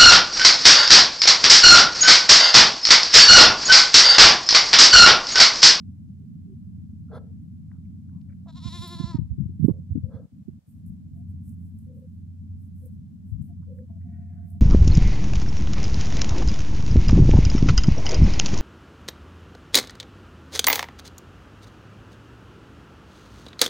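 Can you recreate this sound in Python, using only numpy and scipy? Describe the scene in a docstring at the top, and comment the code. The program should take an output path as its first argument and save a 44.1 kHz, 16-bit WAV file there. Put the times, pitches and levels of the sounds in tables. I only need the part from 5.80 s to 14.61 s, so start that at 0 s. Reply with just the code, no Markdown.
"""On a quiet grassy riverbank a sheep snorts, then gives one quavering bleat.
The snorts are air noise ringing the nose; the bleat is vocal-fold pulses filtered by mouth and throat.
Wind rumbles and buffets the two microphone ports over the drone of works across the water.
Far machinery moans now and then, dry grass rustles and snaps, the sheep snorts again,
and a distant sheep answers faintly."""
import sys
import numpy as np
from scipy import signal
from scipy.fft import rfft, irfft, next_fast_len
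from scipy.io import wavfile
from scipy.ndimage import uniform_filter1d

SR = 44100
rng = np.random.default_rng(int(sys.argv[2]) if len(sys.argv) > 2 else 0)


def output_pcm(signal):
    """Save a mono or channel-first signal as 16-bit PCM at the path in sys.argv[1].

    Samples are clipped to [-1, 1] before scaling.
    """
    pcm = np.clip(np.atleast_2d(signal).T, -1, 1) * 32767
    wavfile.write(sys.argv[1], SR, np.round(pcm).astype(np.int16))


N = 388521
TIME = np.arange(N) / SR
CUTOFF_HZ = 15700


def amp(db):
    """Decibels to amplitude ratio."""
    return 10 ** (np.asarray(db) / 20)


def unit(x):
    """Normalisation to rms 1."""
    return x / np.sqrt(np.mean(x ** 2) + 1e-20)


def glide(rows, t):
    """Linear interpolation of each column of a table at the times t."""
    s, *columns = np.transpose(rows)
    return [np.interp(t, s, c) for c in columns]


def add(mix, s, sound):
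    """Superposition of a sound on the mix, starting at time s."""
    part = mix[..., max(round(s * SR), 0):][..., :sound.shape[-1]]
    part += sound[..., :part.shape[-1]]


def noise(colour, size=N):
    """Gaussian noise of rms 1, shaped by a spectrum of (frequency [Hz], level [dB])."""
    hz, db = np.transpose(colour)
    span = next_fast_len(max(size, 4096))
    gain = amp(np.interp(np.log(np.fft.rfftfreq(span, 1 / SR) + 1), np.log(hz), db))
    return unit(irfft(rfft(rng.standard_normal(span)) * gain, span)[:size])


def wander(rate_hz, size=N):
    """Random modulation: low-pass noise of rms near 1."""
    span = next_fast_len(size + SR)
    gain = np.exp(-(np.fft.rfftfreq(span, 1 / SR) / rate_hz) ** 2)
    return unit(irfft(rfft(rng.standard_normal(span)) * gain, span))[:size]


def swell(length):
    """Hann envelope, length seconds wide at half height."""
    return np.hanning(max(round(2 * length * SR), 8))


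def resonate(x, hz, width):
    """Damped resonator of gain 1 whose natural frequency may move."""
    turn = np.exp(2j * np.pi * np.cumsum(hz * np.ones(len(x))) / SR)
    r = np.exp(-np.pi * width / SR)
    return 2 * (turn * signal.lfilter([1 - r], [1, -r], x / turn)).real


def band(x, low_hz, high_hz, order=2):
    """Band-pass filter."""
    edges = [low_hz, np.clip(high_hz, low_hz + 50, CUTOFF_HZ)]
    return signal.sosfilt(signal.butter(order, edges, "band", fs=SR, output="sos"), x)


def tint(x, colour):
    """Minimum-phase filter of (frequency [Hz], gain [dB]): a pulse starts sharply and rings out."""
    log_gain = np.log(amp(np.interp(abs(np.fft.fftfreq(2048, 1 / SR)), *np.transpose(colour))))
    response = np.fft.ifft(np.exp(signal.hilbert(log_gain).conj())).real
    return signal.fftconvolve(x, response)[:len(x)]


def still_air(level_db=-76.5):
    """Ambient noise floor, uncorrelated between the ports."""
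    # spectrum of still air: (frequency [Hz], level [dB])
    air_colour = [(100, 4.5), (500, 11.5), (1000, 2), (2000, -1.5), (5000, -3.5), (9000, -4), (10500, -8),
                  (15500, -7)]
    return amp(level_db) * np.array([noise(air_colour), noise(air_colour)])


def drone(hz=88.9, waver=0.38, overtone_db=-16.5):
    """Random amplitude and phase modulation makes the hum of the works and its octave waver."""
    phase = 2 * np.pi * hz * TIME
    hum = unit((1 + waver * wander(32)) * np.sin(phase) + waver * wander(31) * np.cos(phase))
    octave = wander(1.6) * np.sin(2 * phase) + wander(1.7) * np.cos(2 * phase)
    return hum + amp(overtone_db) * octave


def rumble(wind_db=2, drone_db=-1, gust_db=1.5, fading_db=1.2, apart=.9):
    """Turbulent wind pressure, partly coherent between the ports, adds to the drone of the works."""
    # spectrum of the wind: (frequency [Hz], level [dB])
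    wind_colour = [(10, -30), (30, -39), (48, -22), (70, -4.5), (100, 2), (140, -1.5), (185, 3.5),
                   (235, -2.5), (285, -13.5), (315, -24.5), (350, -39), (450, -45.5), (700, -56),
                   (2000, -84)]
    # strength of the wind and of the drone: (time [s], level [dB])
    wind_levels = [(0, -43), (1.9, -43.5), (3.3, -43.5), (4.7, -44.5), (5.6, -42.5), (6.5, -48),
                   (7.5, -44.5), (8.81, -46)]
    drone_levels = [(0, -47.5), (.6, -45), (1.1, -45.5), (1.65, -44), (2.3, -45.5), (3.4, -43), (4.2, -37),
                    (4.55, -54.5), (5.05, -45.5), (5.5, -38.5), (6.2, -44.5), (6.75, -36.5), (7.25, -46),
                    (7.8, -38.5), (8.3, -39.5), (8.81, -37.5)]
    # the whole low rumble cuts out briefly: (start [s], end [s], gain [dB])
    dropouts = [(4.459, 4.518, -23), (4.635, 4.652, -24), (4.65, 4.815, -2), (4.793, 4.878, -22),
                (4.873, 4.95, -6.5)]
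    shared = noise(wind_colour)
    wind = np.array([unit(shared + apart * noise(wind_colour)) for _ in range(2)])
    wind *= amp(wind_db + glide(wind_levels, TIME)[0] + gust_db * wander(31))
    drone_gain = amp(drone_db + glide(drone_levels, TIME)[0] + fading_db * wander(4.5))
    works = drone_gain * np.array([drone(), drone()])
    dropout_db = sum(db * ((TIME >= start) & (TIME < end)) for start, end, db in dropouts)
    return (wind + works) * amp(uniform_filter1d(dropout_db, size=500))


def moans(edge_s=0.044, waver=.8):
    """Tones of far machinery carry over the water, each spread into a narrow band by modulation."""
    # machine tones: (midpoint [s], duration [s], level [dB], frequency [Hz])
    tones = [(0.42, 0.062, -68.5, 393), (0.705, 0.057, -54.5, 379), (2.51, 0.047, -74, 547),
             (4.33, 0.185, -55, 514.6), (5.387, 0.053, -70, 683), (6.166, 0.18, -59, 506),
             (7.055, 0.067, -58.5, 505), (7.708, 0.051, -67.5, 692), (7.966, 0.17, -55, 505),
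             (8.139, 0.083, -66.5, 671), (8.518, 0.54, -69, 696)]
    out = np.zeros(N)
    for s, length, db, hz in tones:
        t = np.arange(0, length + edge_s, 1 / SR)
        phase = 2 * np.pi * hz * t
        tone = (1 + waver * wander(58, len(t))) * np.sin(phase)
        tone += waver * wander(30, len(t)) * np.cos(phase)
        fade = signal.windows.tukey(len(t), min(2 * edge_s / t[-1], 1))
        add(out, s - t[-1] / 2, amp(db) * unit(tone) * fade)
    return out


def far_bleat(echo_db=-7, t60=0.42, jitter=.02, rasp=.3, flutter_db=3, width_hz=620):
    """Of a hoarse distant call only the main formant carries, blurred by the landscape's reverberation."""
    # the far sheep's call: (time [s], pitch [Hz], level [dB], formant [Hz])
    call = [(8.19, 380, -78, 1690), (8.24, 396.5, -82, 1910), (8.33, 372, -77, 1770),
            (8.41, 381, -75.5, 1800), (8.5, 355, -79.5, 1850), (8.585, 297, -76, 1500),
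            (8.62, 313, -83, 1600), (8.655, 328, -76, 1900), (8.71, 322, -94, 1820)]
    t = np.arange(call[0][0], call[-1][0], 1 / SR)
    size = len(t)
    hz, db, mouth_hz = glide(call, t)
    turns = np.cumsum(hz * (1 + jitter * wander(130, size))) / SR
    folds = unit(sum(np.cos(2 * np.pi * k * turns) for k in range(3, 8)))
    folds += rasp * unit(band(rng.standard_normal(size), 1600, 2300))
    voice = unit(resonate(resonate(folds, mouth_hz, width_hz), mouth_hz, width_hz))
    out = np.zeros(N)
    add(out, t[0], voice * amp(db + flutter_db * wander(40, size)) * signal.windows.tukey(size, .1))
    age = np.arange(SR // 2) / SR
    tail = unit(rng.standard_normal(len(age)) * amp(-60 * age / t60)) / np.sqrt(len(age))
    return (out + amp(echo_db) * signal.fftconvolve(out, tail)[:N]) / np.sqrt(2)


def crackles(crackle_db=4):
    """Independently modulated treble bands: grass rustling, and a fizz on the hardest wind thump."""
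    # bursts of high crackle: (midpoint [s], duration [s], level [dB])
    bursts = [(3.113, 0.088, -70.5), (3.876, 0.092, -72), (4.9, 0.054, -72), (4.943, 0.14, -80),
              (5.08, 0.045, -72), (5.132, .08, -84), (5.377, 0.085, -81), (5.502, 0.038, -75.5),
              (5.688, 0.099, -69.5), (5.849, 0.13, -76.5), (6.014, 0.11, -76.5), (6.183, .09, -79),
              (6.34, 0.18, -86), (6.838, 0.097, -77), (7.005, 0.098, -73), (7.063, 0.047, -69),
              (7.13, 0.073, -80), (7.501, 0.07, -75.5), (7.657, 0.083, -73.5), (7.976, 0.055, -80),
              (8.707, 0.1, -74)]
    # spectrum of the crackle: (frequency [Hz], level [dB])
    colour = [(3000, -49), (5500, -14), (7000, -5.5), (8500, 0.5), (11000, 0.5), (13000, 2), (15500, -6)]
    edges_hz = [3000, 7500, 9000, 10500, 12000, 13500, 15500]
    out = np.zeros((2, N))
    for s, length, db in bursts:
        shape = swell(length)
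        size = len(shape)
        for port in out:
            crackle = sum(band(noise(colour, size), low, high) * amp(crackle_db * wander(200, size))
                          for low, high in zip(edges_hz, edges_hz[1:]))
            add(port, s - length, amp(db) * shape * unit(crackle))
    return out


def snaps(rise_s=0.00065, decay_s=0.0047, apart=.5):
    """Brittle fracture of a grass blade gives a bright transient that decays exponentially."""
    # breaking blades: (time [s], level [dB], centre frequency [Hz])
    fractures = [(3.076, -45, 13000), (5.062, -62, 10590), (5.678, -60, 12000), (5.692, -58.5, 8950),
                 (5.986, -63.5, 9700), (7.057, -57, 12500), (7.621, -64.5, 9000), (8.702, -61, 10900),
                 (8.716, -67, 12500)]
    t = np.arange(0, 8 * decay_s, 1 / SR)
    shape = (1 - np.exp(-t / rise_s)) * np.exp(-t / decay_s)
    out = np.zeros((2, N))
    for s, db, hz in fractures:
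        colour = [(hz / 4, -50), (.6 * hz, -18), (.85 * hz, 0), (1.15 * hz, 0), (2 * hz, -15)]
        shared = noise(colour, len(t))
        for port in out:
            add(port, s, amp(db) * shape * unit(shared + apart * noise(colour, len(t))))
    return out


def short_noises(level_db=-3):
    """Band-limited noise: faint ticks, a whistle before the snort, a lip smack, a wash after the gust."""
    # short noises: (midpoint [s], duration [s], relative level [dB], low edge [Hz], high edge [Hz])
    bursts = [(1.297, 0.021, -72, 1280, 1370), (1.917, 0.0035, -59.5, 756, 1880),
              (1.943, 0.065, -78, 845, 1510), (2.055, 0.015, -80.5, 2100, 2480),
              (2.295, 0.006, -73, 1300, 1580), (2.364, 0.087, -78, 880, 1100),
              (2.415, 0.0045, -71.5, 2130, 5040), (2.501, 0.016, -71, 1400, 2270),
              (2.528, 0.016, -72.5, 1380, 2320), (2.668, 0.014, -58, 610, 1070),
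              (3.949, 0.096, -58.5, 332.7, 570), (3.895, .025, -57, 599, 1100),
              (7.831, 0.021, -75.5, 950, 1440), (7.989, 0.0078, -70.5, 1550, 2020),
              (8.103, 0.024, -75.5, 900, 990)]
    out = np.zeros(N)
    for s, length, db, low_hz, high_hz in bursts:
        shape = swell(length)
        colour = [(low_hz / 2, -40), (low_hz, 0), (high_hz, 0), (1.4 * high_hz, -35), (8 * high_hz, -70)]
        add(out, s - length, amp(db + level_db) * unit(shape * noise(colour, len(shape))))
    return out


def eddies(start_s=3.1, end_s=4.35, count=11, rise_s=.014, db=-31, hz=124.4, right_share=.55):
    """Turbulence: one weak eddy at random in each equal part of the gust, as rows for buffets()."""
    times = start_s + (end_s - start_s) * (np.arange(count) + rng.random(count)) / count
    return [(s, rise_s, db + 1.5 * rng.standard_normal(), hz * 2 ** (0.41 * rng.uniform(-0.68, 1)),
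             rng.random() < right_share) for s in times]


def buffets(leak_db=-24, reach=1.885, harden=.35, hard_db=-16, sag=0.088, swirl=0.2, churn=0.59):
    """An eddy's pressure pulse thumps one port and sags in pitch; the hardest have a wider bandwidth."""
    # strong eddies: (peak time [s], rise [s], level [dB], frequency [Hz], port [0 left, 1 right])
    strong_eddies = [(2.855, 0.0049, -19.5, 150, 1), (2.876, 0.008, -33, 130, 1),
                     (2.992, .016, -26, 105, 1), (3.2, 0.0072, -19.5, 185, 1), (3.239, 0.0055, -18, 140, 1),
                     (3.346, .005, -13, 150, 1), (3.389, .006, -14, 157, 0), (3.412, 0.0079, -18, 115, 0),
                     (3.498, .009, -17.5, 88, 1), (3.581, 0.0087, -19, 150, 0),
                     (3.603, 0.013, -18.5, 125, 0), (3.655, 0.004, -20, 165, 0),
                     (3.799, 0.0096, -19, 150, 1), (3.827, 0.0065, -14.5, 145, 1),
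                     (3.846, .009, -10, 156.7, 1), (3.885, 0.0088, -10.5, 200, 1),
                     (3.903, .005, -12.5, 150, 1), (4.099, .017, -21.5, 90, 1),
                     (4.156, 0.0061, -14, 176, 0), (4.176, 0.0074, -20.5, 170, 0),
                     (4.233, 0.013, -20.5, 100, 0), (4.684, 0.0052, -24.5, 191, 1),
                     (5.082, .03, -30.5, 117, 0), (7.525, .025, -23, 94, 0), (7.605, 0.027, -27, 129, 0)]
    out = np.zeros((2, N))
    for s, rise, db, hz, port in strong_eddies + eddies():
        age = np.arange(0, 10 * rise, 1 / SR) / rise  # in rise times
        pitch = hz * np.exp(sag * (1 - age) + swirl * wander(110, len(age)))
        turns = rng.random() + np.cumsum(pitch) / SR
        colour = [(0.26 * hz, -25), (0.51 * hz, 0), (1.42 * hz, 0), (7 * hz, -28), (15000, -80)]
        pressure = unit(np.sin(2 * np.pi * turns) + churn * noise(colour, len(age)))
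        envelope = (age * np.exp(1 - age)) ** 2
        top_hz = reach * hz * amp(harden * max(db - hard_db, 0))
        thump = amp(db) * band(pressure * envelope, 50, top_hz, order=5) * np.minimum(age[-1] - age, 1)
        side = int(port)
        add(out[side], s - rise, thump)
        add(out[1 - side], s - rise, thump * amp(leak_db))
    return out


def snorts(level_db=-1, flutter=0.065, dulling=0.52):
    """Turbulent blasts of air excite the nasal resonances; the weaker the blast, the duller it is."""
    # one envelope per snort: (time [s], relative level [dB])
    blasts = [
        [(1.295, -72), (1.316, -49.5), (1.335, -43), (1.35, -40.5), (1.382, -40), (1.393, -55), (1.42, -67),
         (1.52, -97)],
        [(4.272, -85), (4.31, -58), (4.354, -51), (4.464, -71.5), (4.48, -92)],
    ]
    # resonances of the nose: (frequency [Hz], bandwidth [Hz], gain [dB])
    nose_modes = [(459, 100, 6), (615, 290, -2.5), (940, 540, -11.5), (1323, 220, -6.5), (1585, 230, -9.5),
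                  (2040, 190, -21.5), (3430, 380, -21), (4140, 1060, -27), (5200, 330, -31),
                  (6150, 300, -36), (10600, 3000, -36)]
    out = np.zeros(N)
    for rows in blasts:
        s, db = np.transpose(rows)
        t = np.arange(s[0], s[-1], 1 / SR)
        blast_db = np.interp(t, s, db)
        air = 0
        for hz, width, mode_db in nose_modes:
            ring = rng.standard_normal(len(t))
            for _ in range(3):  # three passes narrow each peak and keep the valleys dark
                ring = resonate(ring, hz, width)
            air = air + ring * amp(mode_db + dulling * (blast_db - db.max()) * np.log2(hz / 1000))
        air = air / np.std(air[blast_db > db.max() - 10]) * (1 + flutter * wander(150, len(t)))
        add(out, s[0], air * amp(level_db + blast_db) * signal.windows.tukey(len(t), .1))
    return out


def quaver(t, fall_s=.017, recover_s=.027):
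    """Modulation by about twelve dips a second: their depth, pitch drop, effort drop and roughness."""
    # dips of the voice: (time [s], pitch drop [Hz], effort drop [dB], roughness [0-1])
    dips = [(2.734, 26.5, 23, .5), (2.814, 44, 13, 0), (2.904, 36, 9, 0.04), (2.995, 22, 8.5, 0),
            (3.08, 20, 8, 0.1), (3.165, 15, 5.5, .12), (3.25, 15, 4, 0.1), (3.338, 10.1, 4.5, 0.3)]
    dips = np.array(dips)
    since = t[:, None] - dips[:, 0]
    depth = np.exp(-(since / np.where(since < 0, fall_s, recover_s)) ** 2)
    return (depth.sum(1), *(depth @ dips[:, 1:]).T)


def vocal_folds(hz, rough, jitter=.02, shimmer=.7, uneven_db=1.3):
    """Glottal source: phase in cycles, pulses with jitter and shimmer, and a puff at each opening."""
    size = len(hz)
    turns = np.cumsum(hz * (1 + jitter * rough * wander(220, size) + .004 * wander(55, size))) / SR
    harmonics = range(1, int(CUTOFF_HZ / hz.max()) + 2)
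    pulses = unit(sum(np.cos(2 * np.pi * k * turns) * amp(uneven_db * wander(22, size))
                      for k in harmonics))
    pulses *= 1 + shimmer * rough * wander(100, size)
    opening = unit(0.52 + np.exp(-(turns % 1) / 0.53))
    return turns, pulses, opening * rng.standard_normal(size)


def sizzle(x, t, lift_db, edge_hz=8300, peak_s=3.063, spread_s=0.17, ends_db=-4.5, rise_db=10):
    """A varying high shelf: the top of the voice sizzles most in the middle of the cry."""
    top = signal.sosfiltfilt(signal.butter(6, edge_hz, "high", fs=SR, output="sos"), x)
    shelf_db = ends_db + rise_db * np.exp(-((t - peak_s) / spread_s) ** 2)
    return x - top + top * amp(shelf_db + lift_db)


def bleat(level_db=-1, hum_follow=1.7, unsteady_db=0.1, low_rasp=.45, high_rasp=.65, hiss=.14):
    """Source and filter: fold pulses and breath excite the formants of the mouth and throat."""
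    # the cry along the crests of its quaver: (time [s], pitch [Hz], effort [dB], brightness [dB])
    cry = [(2.655, 357, -80, -30), (2.685, 331.2, -52, -10.5), (2.708, 318, -52, -8),
           (2.772, 357.3, -52.5, 1), (2.86, 351.5, -48, 4.5), (2.96, 352.7, -46.5, 5.5),
           (3.045, 353.9, -44, 1.5), (3.205, 347, -44, -1), (3.29, 346.6, -45, -2.5),
           (3.37, 317.4, -48, -8.5), (3.388, 290, -63, -19)]
    # jaw and tongue: (time [s], mouth tuning [ratio], throat tuning [ratio], upper formant gain [dB])
    articulation = [(2.655, 0.59, 0.97, -24), (2.7, 0.84, 0.95, -28), (2.78, 1.04, 0.96, -1),
                    (2.95, 1.045, 0.93, 11), (3.2, 0.975, 0.96, -1.5), (3.39, .98, 1.045, -1)]
    # resonances of the mouth: (frequency [Hz], bandwidth [Hz], gain [dB])
    formants = [(986, 190, 16), (1280, 140, -15), (1780, 160, 3.5), (2020, 170, -5)]
    # main resonance of the throat: (frequency [Hz], bandwidth [Hz])
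    throat_mode = (4140, 475)
    # colour that the head gives to the treble: (frequency [Hz], gain [dB])
    head_colour = [(1200, -40), (2000, -12), (2430, -4), (2780, -6), (3130, -3), (3480, 3), (4170, -2.5),
                   (4750, -5), (5270, 5), (5900, -2), (6650, -4), (7400, 8), (8000, -9), (9500, -5),
                   (10300, 4), (11200, -8), (14300, -4), (15500, -9)]
    rough_start, rough_settled, settle_s = .7, .14, .11
    t = np.arange(cry[0][0], cry[-1][0], 1 / SR)
    hz, effort_db, bright_db = glide(cry, t)
    mouth, throat, open_db = glide(articulation, t)
    dip, drop_hz, drop_db, dip_rough = quaver(t)
    effort_db -= drop_db
    # in a dip the throat tightens: its resonance rises and the treble drops less
    throat *= 1 + 0.034 * dip
    lift_db = 0.42 * drop_db
    onset_rough = (rough_start - rough_settled) * np.exp((t[0] - t) / settle_s)
    rough = np.minimum(rough_settled + onset_rough + dip_rough, 1)
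    turns, pulses, puffs = vocal_folds(hz - drop_hz, rough)
    soft = pulses + low_rasp * rough * puffs
    low = sum(amp(db + open_db * (k > 0)) * resonate(soft, f * mouth, width)
              for k, (f, width, db) in enumerate(formants))
    airy = (pulses + (hiss + high_rasp * rough) * puffs) / np.hypot(1, high_rasp * rough)
    high = unit(resonate(tint(airy, head_colour), throat_mode[0] * throat, throat_mode[1]))
    high = amp(bright_db + lift_db) * sizzle(high, t, lift_db)
    # the low hum of the bleat swells with its loudness
    hum = np.sin(2 * np.pi * turns) * amp(hum_follow * (effort_db - effort_db.max()))
    voice = unit(band(low, 430, 1700)) + high + hum
    gain = amp(level_db + effort_db + unsteady_db * wander(38, len(t)))
    out = np.zeros(N)
    add(out, t[0], voice * gain * signal.windows.tukey(len(t), .02))
    return out


def open_bank(x, lag_s=.00003, scatter_db=-25, t60=0.44):
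    """Path difference favours the nearer left port; scattering from the bank adds a faint dull tail."""
    t = np.arange(SR // 2) / SR
    decay = amp(-60 * t / t60)
    delayed = irfft(rfft(x) * np.exp(-2j * np.pi * np.fft.rfftfreq(N, 1 / SR) * lag_s), N)
    out = np.array([amp(-0.5) * x, amp(-1.0) * delayed])
    for port in out:
        tail = unit(band(rng.standard_normal(len(t)), 400, 3000, order=1) * decay) / np.sqrt(len(t))
        port += amp(scatter_db) * signal.fftconvolve(x, tail)[:N]
    return out


def scene():
    """Superposition of the two sheep, the wind, the far works and the small sounds of the bank."""
    air = still_air()
    near = open_bank(bleat() + snorts() + short_noises())
    return near + far_bleat() + rumble() + buffets() + moans() + crackles() + snaps() + air


def record(dry, low_cut_hz=53):
    """Band limiting by the recorder: a high-pass wind filter and a steep low-pass."""
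    cut = signal.sosfilt(signal.butter(5, low_cut_hz, "high", fs=SR, output="sos"), dry)
    taps = signal.firwin(511, CUTOFF_HZ, window=("kaiser", 9), fs=SR)
    return signal.oaconvolve(cut, taps[None], "same", axes=1)


dry = scene()
out = record(dry)
output_pcm(out)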